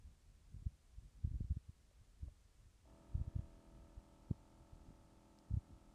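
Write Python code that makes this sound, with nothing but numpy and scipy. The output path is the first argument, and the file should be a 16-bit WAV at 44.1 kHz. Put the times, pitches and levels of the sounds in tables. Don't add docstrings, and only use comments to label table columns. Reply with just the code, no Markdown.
import sys
import numpy as np
from scipy import signal
from scipy.fft import rfft, irfft
from scipy.io import wavfile

SR = 44100
rng = np.random.default_rng(int(sys.argv[2]) if len(sys.argv) > 2 else 0)


def dump(signal):
    limited = np.clip(np.atleast_2d(signal).T, -1, 1)
    pcm = np.round(limited * 32767).astype(np.int16)
    wavfile.write(sys.argv[1], SR, pcm)


N = 261954
TIME = np.arange(N) / SR


def from_db(db):
    return 10 ** (np.asarray(db) / 20)


def unit_rms(x):
    return x / np.sqrt(np.mean(x ** 2) + 1e-20)


def over_time(rows):
    return np.interp(TIME, *np.transpose(rows))


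def at_frequency(rows, hz):
    f, value = np.transpose(rows)
    return np.interp(np.log(hz + 1), np.log(f + 1), value)


def noise(spectrum):
    gain = from_db(at_frequency(spectrum, np.fft.rfftfreq(N, 1 / SR)))
    return unit_rms(irfft(rfft(rng.standard_normal(N)) * gain, N))


def drift(per_second):
    values = rng.standard_normal(4096)
    return unit_rms(np.interp(TIME * per_second, np.arange(len(values)), values))


def swell(middle_s, length_s):
    return np.exp(-(2 * (TIME - middle_s) / length_s) ** 2)


def add(mix, start_s, sound):
    part = mix[max(round(start_s * SR), 0):][:len(sound)]
    part += sound[:len(part)]


# f/Hz, relative level/dB
FLOOR_SPECTRUM = [(15, 17), (45, 25.5), (100, 13.5), (200, 9), (400, 5), (800, 1), (1600, -2), (3200, -4),
                  (6800, -4.5), (7900, -4.5), (9500, -8), (12000, -14), (14300, -18.5)]

def background(floor_db=-74, whine_hz=9001, whine_db=-97):
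    whine = np.sqrt(2) * np.sin(2 * np.pi * whine_hz * TIME)
    return from_db(floor_db) * noise(FLOOR_SPECTRUM) + from_db(whine_db) * whine


# t/s, initial level/dB, f/Hz, 60 dB decay time/s
PLASTIC_MODES = [(1.912, -64.5, 570, 0.025), (2.283, -60.5, 595, 0.031), (2.856, -61, 640, 0.016),
                 (5.388, -54.5, 5200, 0.0031), (5.3887, -63, 8300, .003)]

def plastic_clicks():
    out, t = np.zeros(N), np.arange(4096) / SR
    for start_s, db, hz, t60 in PLASTIC_MODES:
        decay = np.exp(-np.log(1000) * t / t60)
        add(out, start_s, from_db(db) * decay * np.sin(2 * np.pi * hz * t))
    return out


# f/Hz, relative level/dB
RUB_SPECTRUM = [(15, -14.5), (35, 6), (65, 5.5), (105, -4.5), (160, -11), (250, -20), (400, -35.5),
                (700, -52), (1500, -62)]
# f/Hz, relative level/dB
SLIDE_SPECTRUM = [(40, -24), (110, 4.5), (190, -1.5), (290, -4), (420, -20), (650, -25), (1200, -57),
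                  (3000, -70)]
# middle t/s, rub duration/s, relative rub level/dB, slide level/dB
GRIP_SHIFTS = [(0.064, 0.14, -57, -86), (0.596, 0.25, -54.5, -79), (1.046, 0.078, -57.5, -74),
               (1.348, .36, -52.5, -59), (2.012, 0.04, -58.5, -87), (2.257, .14, -58.5, -65),
               (2.622, 0.17, -65, -89), (3.188, 0.15, -52, -77), (3.416, 0.17, -57, -76),
               (3.782, .2, -61.5, -67.5), (4.318, 0.032, -46, -70), (4.624, 0.044, -57, -68),
               (4.75, 0.041, -58, -81), (4.89, 0.058, -54.5, -60.5), (5.72, 0.08, -55.5, -64)]

def grip_friction(hold_db=-69.5, waver_db=2.5, rub_gain_db=-1, slide_s=0.053, lead_s=0.006):
    hold = from_db(hold_db + waver_db * drift(per_second=9))
    rubs, slides = np.zeros(N), np.zeros(N)
    for middle_s, length_s, rub_db, slide_db in GRIP_SHIFTS:
        rubs += from_db(rub_db + rub_gain_db) * swell(middle_s, length_s)
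        slides += from_db(slide_db) * swell(middle_s - lead_s, slide_s)
    rubbing = np.hypot(hold, rubs) * noise(RUB_SPECTRUM)
    return rubbing + slides * noise(SLIDE_SPECTRUM)


# t/s, peak level/dB, softness as the push's time constant/s
FINGER_BUMPS = [(.545, -43.5, 0.0014), (.566, -44.5, 0.0019), (.627, -45, 0.0024), (.668, -29, 0.0027),
                (.986, -43, 0.0034), (1.249, -27.5, 0.0022), (1.275, -36, .0019), (1.316, -37, .0021),
                (1.344, -35.5, 0.0023), (1.36, -36, 0.0038), (1.408, -32.5, 0.0011), (1.418, -36.5, 0.0049),
                (1.447, -37, 0.0024), (1.509, -29, 0.0026), (1.522, -32, 0.0026), (1.571, -34, .0016),
                (1.695, -42, 0.0017), (2.233, -38.5, 0.0022), (2.279, -44.5, .0028), (3.154, -28.5, .0026),
                (3.181, -36, 0.0028), (3.2, -38.5, 0.0016), (3.215, -32, 0.0024), (3.28, -35, .002),
                (3.363, -29.5, .0018), (3.394, -32, 0.0018), (3.98, -43.5, .0034), (4.312, -26.5, 0.00094),
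                (4.733, -47.5, 0.0018), (4.907, -48.5, 0.00059), (5.511, -34.5, 0.0014),
                (5.522, -37, 0.0031), (5.542, -27.5, 0.0022), (5.573, -27.5, 0.0022),
                (5.582, -36.5, 0.0032)]

def finger_bumps(typical_softness_s=0.0022, typical_db=-36, rebound_hz=66.7, cushion_hz=650):
    out, t = np.zeros(N), np.arange(-3000, 3000) / SR
    for peak_s, db, softness_s in FINGER_BUMPS:
        sharpness, strength = typical_softness_s / softness_s, from_db(db - typical_db)
        low_cut_hz = rebound_hz * sharpness ** 0.29 * strength ** 0.11
        low_cut = signal.butter(2, low_cut_hz, "high", fs=SR, output="sos")
        cushion = signal.butter(2, cushion_hz * sharpness, "low", fs=SR, output="sos")
        push = (1 + abs(t) / softness_s) * np.exp(-abs(t) / softness_s)
        swing = signal.sosfiltfilt(cushion, signal.sosfiltfilt(low_cut, push))
        add(out, peak_s + t[0], from_db(db) * swing / abs(swing).max())
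    return out


def minimum_phase(db):
    log_gain = np.log(from_db(db))
    mirrored = np.concatenate([log_gain, log_gain[::-1]])
    return -signal.hilbert(mirrored).imag[:len(db)]


# t/s, position (0 over the panel, 1 over the bag)
PHONE_PATH = [(2.85, 0.64), (3.3, 0), (3.6, 0.3), (3.85, 0.15), (4.2, 0.98), (5.94, 1)]
# relative level/dB over the panel, and over the bag
HOUSING_HARMONICS = [(-91, -92), (-79, -80), (-81, -84), (-75, -77), (-80, -81), (-77, -78), (-76.5, -77.5),
                     (-83, -87), (-86, -87), (-95, -106), (-86, -92), (-89, -85), (-79, -81), (-108, -100),
                     (-77, -83), (-94, -89), (-89, -87), (-93, -90), (-92, -97), (-92, -82.5), (-84, -83.5),
                     (-86, -94), (-97, -91), (-95, -98), (-95, -103), (-99, -92), (-97, -99), (-89, -91),
                     (-95, -99), (-89, -89), (-90, -88), (-96, -99), (-104, -98), (-113, -110),
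                     (-100, -107), (-116, -115), (-99, -105), (-101, -100), (-96, -104), (-109, -113),
                     (-93, -104)]
# f/Hz, delay/s
HOUSING_DELAY = [(40, 0.0127), (300, 0.01299), (600, .011), (900, 0.0029), (1250, 0.0017), (1800, 0.0009)]

def housing_hum(strokes, stroke_hz, buzz_db=(-107, -112), scatter_rad=1.0, waver_db=1.03):
    levels = list(HOUSING_HARMONICS) + [buzz_db] * len(HOUSING_HARMONICS)
    orders = 2 + np.arange(len(levels))
    lag_cycles = np.cumsum(at_frequency(HOUSING_DELAY, orders * stroke_hz)) * stroke_hz
    phases = minimum_phase(np.mean(levels, axis=1)) - 2 * np.pi * lag_cycles
    phases += scatter_rad * rng.standard_normal(len(levels))
    hum, position = np.zeros(N), over_time(PHONE_PATH)
    for order, (panel_db, bag_db), phase in zip(orders, levels, phases):
        amplitude = (1 - position) * from_db(panel_db) + position * from_db(bag_db)
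        waver = from_db(waver_db * drift(per_second=8.7))
        hum += amplitude * waver * np.cos(2 * np.pi * order * strokes + phase)
    return np.sqrt(2) * hum


# f/Hz, relative level/dB
VALVE_SPECTRUM = [(40, -13.5), (150, 8), (350, -4), (600, -10.5), (1000, -13.5), (1400, -18), (2500, -24),
                  (4000, -24), (9000, -76)]

def valve_air(strokes, depth=0.3):
    return unit_rms(noise(VALVE_SPECTRUM) * (1 + depth * np.cos(2 * np.pi * strokes)))


def pump_envelope(start_s=2.85, spin_up_s=0.015, catch_s=0.009, settle_s=1.1,
                  spin_up_db=-7, working_db=1, settled_db=-1.2):
    age = TIME - start_s
    caught = np.clip((age - spin_up_s) / catch_s, 0, 1)
    running_db = settled_db + (working_db - settled_db) * np.exp(-np.maximum(age, 0) / settle_s)
    return (age > 0) * from_db((1 - caught) * spin_up_db + caught * running_db)


# t/s, f/Hz
STROKE_RATE = [(2.85, 40.7), (2.95, 41.22), (3.15, 41.32), (3.5, 41.2), (4.2, 41.16), (5.4, 41.14),
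               (5.94, 41.09)]

def piston_pump(air_db=-76, jitter_strokes=0.001):
    strokes = np.cumsum(over_time(STROKE_RATE)) / SR + jitter_strokes * drift(per_second=40)
    hum = housing_hum(strokes, stroke_hz=STROKE_RATE[-1][1])
    return pump_envelope() * (hum + from_db(air_db) * valve_air(strokes))


def scene():
    return (piston_pump() + finger_bumps() + grip_friction() + plastic_clicks() + background())[None]


def record(dry):
    cutoff_hz = 14600
    low_pass = signal.firwin(511, cutoff_hz, window=("kaiser", 9), fs=SR)
    return signal.oaconvolve(dry, low_pass[None], "same")


dry = scene()
out = record(dry)
dump(out)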